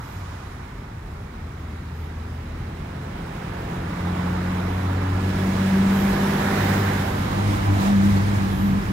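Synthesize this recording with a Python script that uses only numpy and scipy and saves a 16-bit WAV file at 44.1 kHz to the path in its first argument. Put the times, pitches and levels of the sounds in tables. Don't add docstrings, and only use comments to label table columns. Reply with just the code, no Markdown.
import sys
import numpy as np
from scipy import signal
from scipy.fft import rfft, irfft
from scipy.io import wavfile
from scipy.ndimage import uniform_filter1d

SR = 44100
rng = np.random.default_rng(int(sys.argv[2]) if len(sys.argv) > 2 else 0)


def file_out(sig):
    cols = np.atleast_2d(sig).T
    lim = np.clip(cols, -1, 1)
    pcm = np.round(lim * 32767).astype(np.int16)
    wavfile.write(sys.argv[1], SR, pcm)


N = 393372
TIME = np.arange(N) / SR
SIZE, HOP = 1024, 256
HZ = np.fft.rfftfreq(SIZE, 1 / SR)
FRAMES = np.arange(N // HOP + 5) * HOP / SR
# middle_s, length_s
IN_OPEN, MOVES_OFF = (5.18, .28), (7.2, 0.59)


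def gain_of(db):
    return 10 ** (np.asarray(db) / 20)


def evened(x):
    return x / np.sqrt(np.mean(x ** 2) + 1e-20)


def at_pitch(table, hz):
    pitch_hz, value = np.transpose(table)
    return np.interp(np.log(hz + 1), np.log(pitch_hz + 1), value)


def at_time(table, t):
    time_s, *columns = np.transpose(table)
    return [np.interp(t, time_s, column) for column in columns]


def framed(x):
    return np.interp(FRAMES, TIME, x)


def ramp(middle_s, length_s):
    return .5 + .5 * np.tanh(2 * (TIME - middle_s) / length_s)


def drift(hz):
    rates = np.fft.rfftfreq(4096, HOP / SR)
    slow = irfft(rfft(rng.standard_normal(4096)) * np.exp(-(rates / hz) ** 2))
    return np.interp(TIME, FRAMES, evened(slow)[:len(FRAMES)])


def patches(frame_count, bin_count):
    white = rng.standard_normal((len(FRAMES), len(HZ)))
    return evened(uniform_filter1d(uniform_filter1d(white, frame_count, axis=0), bin_count, axis=1))


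def puff(middle_s, length_s, level_db, pitch_hz, width_hz):
    swell = np.exp(-(2 * (FRAMES - middle_s) / length_s) ** 2)
    band = np.exp(-.5 * ((HZ - pitch_hz) / width_hz) ** 2)
    return np.outer(swell, band / band.sum()) * gain_of(level_db) ** 2


# pitch_hz, lead_radians
LEFT_LEAD = [(200, 0), (350, 0.1), (520, -1.5), (680, -1.3), (950, -2.5), (1350, 1.07), (2000, -0.45),
             (3000, 0)]
# pitch_hz, level_db
UNSHARED = [(50, -36), (110, -40), (220, -5), (420, -7), (600, -1.5), (800, -4), (1100, -2.8), (1450, -3),
            (2100, 1), (4500, 0.5)]
def stereo_noise(power, left_db, left_delay_s=0):
    a, b, c, d = rng.standard_normal((4, len(FRAMES), len(HZ)))
    apart = np.clip(gain_of(at_pitch(UNSHARED, HZ)), 0, 1)
    same, side = np.sqrt(1 - apart ** 2), gain_of(left_db / 2)
    angle = at_pitch(LEFT_LEAD, HZ) - 2 * np.pi * HZ * left_delay_s
    right = a + 1j * b
    left = (same * right + apart * (c + 1j * d)) * np.exp(1j * angle)
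    mean_power = (side ** 2 + side ** -2 + 2 * same * np.cos(angle)) / 4
    spectra = np.array([left * side, right / side]) * np.sqrt(1.5 * power / mean_power)
    return signal.istft(spectra.transpose(0, 2, 1), nperseg=SIZE, noverlap=SIZE - HOP)[1][:, :N]


# pitch_hz, relative_db
FAR_COLOUR = [(60, -10), (110, 13), (200, -4.5), (300, -12.5), (400, -3), (600, -12.5), (1000, -11),
              (1400, -11), (2000, -16.5), (3000, -26.5), (4600, -27), (7000, -33.5), (11000, -37),
              (15500, -40)]
# pitch_hz, left_db
FAR_BALANCE = [(200, 2), (380, 1), (520, -1), (750, 1), (1250, 5), (2150, -7), (2900, -10), (3800, -12),
               (15000, 1)]
def far_traffic(level_db=-44, patchy_db=1.4):
    colour = gain_of(at_pitch(FAR_COLOUR, HZ)) ** 2
    level = gain_of(level_db + patchy_db * patches(frame_count=24, bin_count=12))
    return stereo_noise(colour / colour.sum() * level ** 2, at_pitch(FAR_BALANCE, HZ))


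# pitch_hz, relative_db
DEEP_COLOUR = [(10, -30), (25, -22), (35, -5), (50, -2), (65, -5), (90, -4), (140, -31.5)]
BOOM_COLOUR = [(45, -56), (80, -2.5), (115, 1), (160, -3), (230, -6), (310, -12), (420, -17), (600, -45),
               (1000, -62)]
def road_rumble(colour, start_db, rise_db_per_s, past_db, side_db):
    hz = np.fft.rfftfreq(N, 1 / SR)
    shape = gain_of(at_pitch(colour, hz)) * (hz < 2 * colour[-1][0])
    middle, side = evened(irfft(rfft(rng.standard_normal((2, N))) * shape, N))
    level = gain_of(start_db + rise_db_per_s * TIME + past_db * ramp(*MOVES_OFF))
    return level * (middle + gain_of(side_db) * np.array([side, -side]))


# middle_s, length_s, relative_db, pitch_hz
RUSTLES = [(.1, .16, -59, 12800), (.51, 0.11, -66, 10800), (1.13, 0.1, -70, 11600),
           (1.64, 0.11, -72, 13000), (2.01, .12, -64, 13000), (2.88, .08, -74, 12600),
           (4.733, 0.28, -59, 11900), (5.991, .12, -47, 13390), (6.33, 0.5, -49.5, 12110),
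           (6.72, .3, -47, 14200), (7.03, 0.42, -52, 12200), (8.564, 0.13, -52.5, 11680),
           (8.661, .11, -50, 13200)]
def leaves(volume_db=-2, grain_db=1.2):
    power = sum(puff(*row, width_hz=900) for row in RUSTLES)
    grain = gain_of(volume_db + grain_db * patches(frame_count=2, bin_count=30))
    return stereo_noise(power * grain ** 2, left_db=-18)


# pitch_hz, left_db
NEAR_BALANCE = [(200, 0.5), (360, 2), (450, -1.5), (600, -5), (800, -9), (1000, -4), (1500, -2), (2150, -8),
                (2800, -3), (3700, -8), (5300, -6.5), (10000, -14), (15000, -19)]
# middle_s, length_s, level_db, pitch_hz, width_hz
PLOPS = [(7.74, .18, -42, 729, 29.98), (7.823, 0.014, -34.5, 900, 170), (7.89, 0.027, -35.5, 745, 90)]
def plops():
    return stereo_noise(sum(puff(*row) for row in PLOPS), at_pitch(NEAR_BALANCE, HZ))


def leaving_car(peak_s=0.21, peak_db=-35, rise_db_per_s=97, fade_db_per_s=32, waver=0.62):
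    since = TIME - peak_s
    pitch_hz = 95.2 - 7.3 * np.clip(since, 0, 1)
    level_db = peak_db + np.minimum(rise_db_per_s * since, -fade_db_per_s * since)
    level = np.sqrt(2) * gain_of(level_db) * (1 + waver * drift(10))
    note = level * np.cos(2 * np.pi * np.cumsum(pitch_hz) / SR + waver * drift(12))
    hiss = puff(peak_s, length_s=0.55, level_db=-55.5, pitch_hz=3100, width_hz=3000)
    return note + stereo_noise(hiss, left_db=-8)


# middle_s, length_s, level_db, pitch_hz, width_hz
WHINES = [(6.56, 1.36, -45, 772, 6.3), (6.25, 0.31, -44, 900, 6.7), (5.8, 1.4, -45.5, 1690, 38),
          (8.6, 0.58, -51, 1700, 61)]
def whines():
    out = np.zeros((2, N))
    for middle_s, length_s, level_db, pitch_hz, width_hz in WHINES:
        angle = 2 * np.pi * pitch_hz * TIME
        tone = drift(width_hz) * np.cos(angle) + drift(width_hz) * np.sin(angle)
        swell = np.exp(-2 * ((TIME - middle_s) / length_s) ** 2)
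        sides_db = at_pitch(NEAR_BALANCE, pitch_hz) * np.array([[.5], [-.5]])
        out += gain_of(level_db + sides_db) * tone * swell
    return out


def arriving_db(heard_s=2.95, rise_db_per_s=8):
    return -rise_db_per_s * np.maximum(heard_s - TIME, 0)


# time_s, relative_db
NEARNESS = [(0, -46), (0.4, -45.5), (0.9, -49), (2.3, -46.5), (3.2, -42), (4.3, -36), (5.1, -37),
            (5.9, -33.5), (6.7, -30.5), (7.15, -35), (8.1, -37), (8.92, -40.0)]
def passing_db(near_db, slope, open_db, past_db):
    closeness_db = at_time(NEARNESS, TIME)[0] + 30
    return near_db + slope * closeness_db + open_db * ramp(*IN_OPEN) + past_db * ramp(*MOVES_OFF)


# pitch_hz, relative_db
ROAR_COLOUR = [(220, -7), (340, -0.5), (450, -2.5), (620, -4), (900, -3.5), (1300, -6), (1750, -9),
               (2600, -16.5), (3500, -19), (4600, -23), (6800, -29), (8000, -30), (11000, -33),
               (15500, -35)]
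# middle_s, length_s, boost_db (each band takes a share)
SURGES = [(7.51, 0.1, 3), (7.847, .14, 6), (8.126, 0.23, 2.5), (8.39, 0.17, 3)]
# time_s, pitch_hz, width_hz, boost_db
TREAD = [(0, 1120, 249, 3.5), (1.4, 1150, 250, 1.5), (2.6, 1250, 250, -0.5), (5.3, 1540, 250, 1),
         (6.2, 1740, 250, 2.5), (6.9, 1680, 250, 4), (7.5, 1440, 200, -2), (8.92, 1445, 200, -1)]
# pitch_hz, left_db
PAST_BALANCE = [(300, 1.5), (950, -4), (1500, 4), (2200, 1.5), (3000, 3), (4500, -1), (8000, 3), (15000, 1)]
def bus_roar(firing, patchy_db=0.64, gust_db=0.43, clatter=0.041, left_delay_s=0.000283):
    body = passing_db(near_db=-33, slope=1.24, open_db=-1, past_db=1)
    tyres = passing_db(near_db=-30.5, slope=1.04, open_db=-0.15, past_db=1)
    hiss = passing_db(near_db=-45.5, slope=1, open_db=4.5, past_db=1)
    bands_hz, surge_shares = [(410, 800), (900, 2500), (3500, 10000)], (0.64, 0.19, 0.94)
    colour = gain_of(at_pitch(ROAR_COLOUR, HZ)) ** 2
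    surge_db = sum(db * np.exp(-(2 * (FRAMES - s) / length) ** 2) for s, length, db in SURGES)
    map_db = 0
    for pick, (low, high), part_db, share in zip(np.eye(3), bands_hz, (body, tyres, hiss), surge_shares):
        blend = np.interp(np.log(HZ + 1), np.log(bands_hz).mean(1), pick)
        colour_db = 10 * np.log10(colour[(HZ > low) & (HZ < high)].sum())
        map_db += np.outer(framed(part_db) + share * surge_db - colour_db, blend)
    tread_hz, width_hz, tread_db = at_time(TREAD, FRAMES[:, None])
    map_db += tread_db * np.exp(-.5 * ((HZ - tread_hz) / width_hz) ** 2)
    map_db += patchy_db * patches(frame_count=14, bin_count=16)
    map_db += gust_db * np.outer(framed(drift(17)), HZ / 6000)
    past = framed(ramp(*MOVES_OFF))[:, None]
    left_db = at_pitch(NEAR_BALANCE, HZ) + past * at_pitch(PAST_BALANCE, HZ)
    noise = stereo_noise(colour * gain_of(map_db) ** 2, left_db, left_delay_s * past)
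    return noise * (1 + clatter * np.cos(firing))


IDLE_HZ, TOP_HZ = 74.06, 98.94
def firing_angle(pull_away_s=.72, climb_hz_per_s=4.5, drop_hz=0.704, wobble=0.0018, past_wobble=0.0138):
    past = ramp(*MOVES_OFF)
    climbing_hz = np.clip(IDLE_HZ + climb_hz_per_s * (TIME - pull_away_s), IDLE_HZ, TOP_HZ)
    unsteady = 1 + (wobble + past_wobble * past) * drift(6.7)
    return 2 * np.pi * np.cumsum((climbing_hz - drop_hz * past) * unsteady) / SR


def engine_tone(firing, multiple, level_db, waver, left_delay_s=0.00047):
    level = np.sqrt(2 / (1 + waver ** 2)) * gain_of(level_db) * (1 + waver * drift(9.2))
    angle = multiple * firing + waver * drift(9.3) + 2 * np.pi * rng.random()
    top_hz = multiple * TOP_HZ
    side = gain_of(at_pitch(NEAR_BALANCE, top_hz) / 2)
    lead = at_pitch(LEFT_LEAD, top_hz) - 2 * np.pi * top_hz * left_delay_s * ramp(*MOVES_OFF)
    return level * np.array([side * np.cos(angle + lead), np.cos(angle) / side])


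# waves_per_cycle (a cycle is six firings), relative_db
BLOCK_TONES = [(3, -56), (4, -47), (5, -58), (8, -67), (9, -34.5), (11, -35.5), (14, -37.5), (15, -43.5),
               (16, -43.5), (17, -41.5), (20, -43.5), (21, -42), (23, -43), (26, -70), (27, -46.5),
               (30, -45), (31, -47.5), (32, -51), (36, -47), (39, -49), (43, -59), (48, -46.5), (53, -55),
               (60, -48.5)]
def uneven_cylinders(firing, waver=0.16, past_waver=0.23):
    block_db = passing_db(near_db=0, slope=0.78, open_db=3, past_db=-2) + arriving_db()
    wavering = waver + past_waver * ramp(*MOVES_OFF)
    return sum(engine_tone(firing, waves / 6, db + block_db, wavering) for waves, db in BLOCK_TONES)


# time_s, relative_db
EXHAUST_NOTE = [(1, -42.5), (2.2, -32), (3.5, -41.5), (4.1, -31.2), (5.15, -23), (5.7, -30), (6.35, -36.5),
                (6.7, -23), (7.05, -28), (7.35, -30), (7.48, -19), (7.61, -29), (7.71, -17.5),
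                (7.88, -32.5), (8.05, -20), (8.4, -24.5), (8.92, -33.5)]
EXHAUST_OCTAVE = [(2.4, -49.5), (3.7, -39.5), (4.201, -27), (5.05, -34.5), (5.6, -22.5), (6.1, -19.0),
                  (6.4, -26.5), (6.8, -29.5), (7.25, -34), (7.7, -29), (7.95, -20.5), (8.92, -27)]
def exhaust(firing, note_trim_db=-0.17, octave_trim_db=0.86, throb=0.17, past_throb=0.23):
    note_db = at_time(EXHAUST_NOTE, TIME)[0] + arriving_db(EXHAUST_NOTE[0][0])
    octave_db = at_time(EXHAUST_OCTAVE, TIME)[0] + arriving_db(EXHAUST_OCTAVE[0][0])
    third_db = note_db - 12.5 + arriving_db()
    fourth_db = passing_db(near_db=-47.5, slope=0.5, open_db=11.5, past_db=-29) + arriving_db()
    levels_db = [note_db + note_trim_db, octave_db + octave_trim_db, third_db, fourth_db]
    waver = throb + past_throb * ramp(*MOVES_OFF)
    return sum(engine_tone(firing, k, db, waver * k / 2) for k, db in enumerate(levels_db, 1))


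def scene():
    firing = firing_angle()
    bus = exhaust(firing) + uneven_cylinders(firing) + whines() + bus_roar(firing)
    car = leaving_car()
    deep = road_rumble(DEEP_COLOUR, start_db=-39.5, rise_db_per_s=0.52, past_db=2.5, side_db=-37)
    boom = road_rumble(BOOM_COLOUR, start_db=-41, rise_db_per_s=1.22, past_db=2, side_db=-31)
    return bus + car + deep + boom + far_traffic() + plops() + leaves()


# pitch_hz, width_hz, boost_db
HOUSING = [(2210, 180, 1.5), (3930, 146, 1.5), (4360, 180, -1.5), (5230, 180, 1.5), (6880, 310, 2.4),
           (7700, 250, -0.5), (9500, 330, 0.8)]
def record(dry, top_hz=15820):
    hz = np.fft.rfftfreq(N, 1 / SR)
    housing_db = sum(db * np.exp(-.5 * ((hz - centre) / width) ** 2) for centre, width, db in HOUSING)
    coloured = irfft(rfft(dry) * gain_of(housing_db), N)
    treble_cut = signal.firwin(1023, top_hz, window=("kaiser", 9), fs=SR)
    return signal.oaconvolve(coloured, treble_cut[None], "same")


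dry = scene()
out = record(dry)
file_out(out)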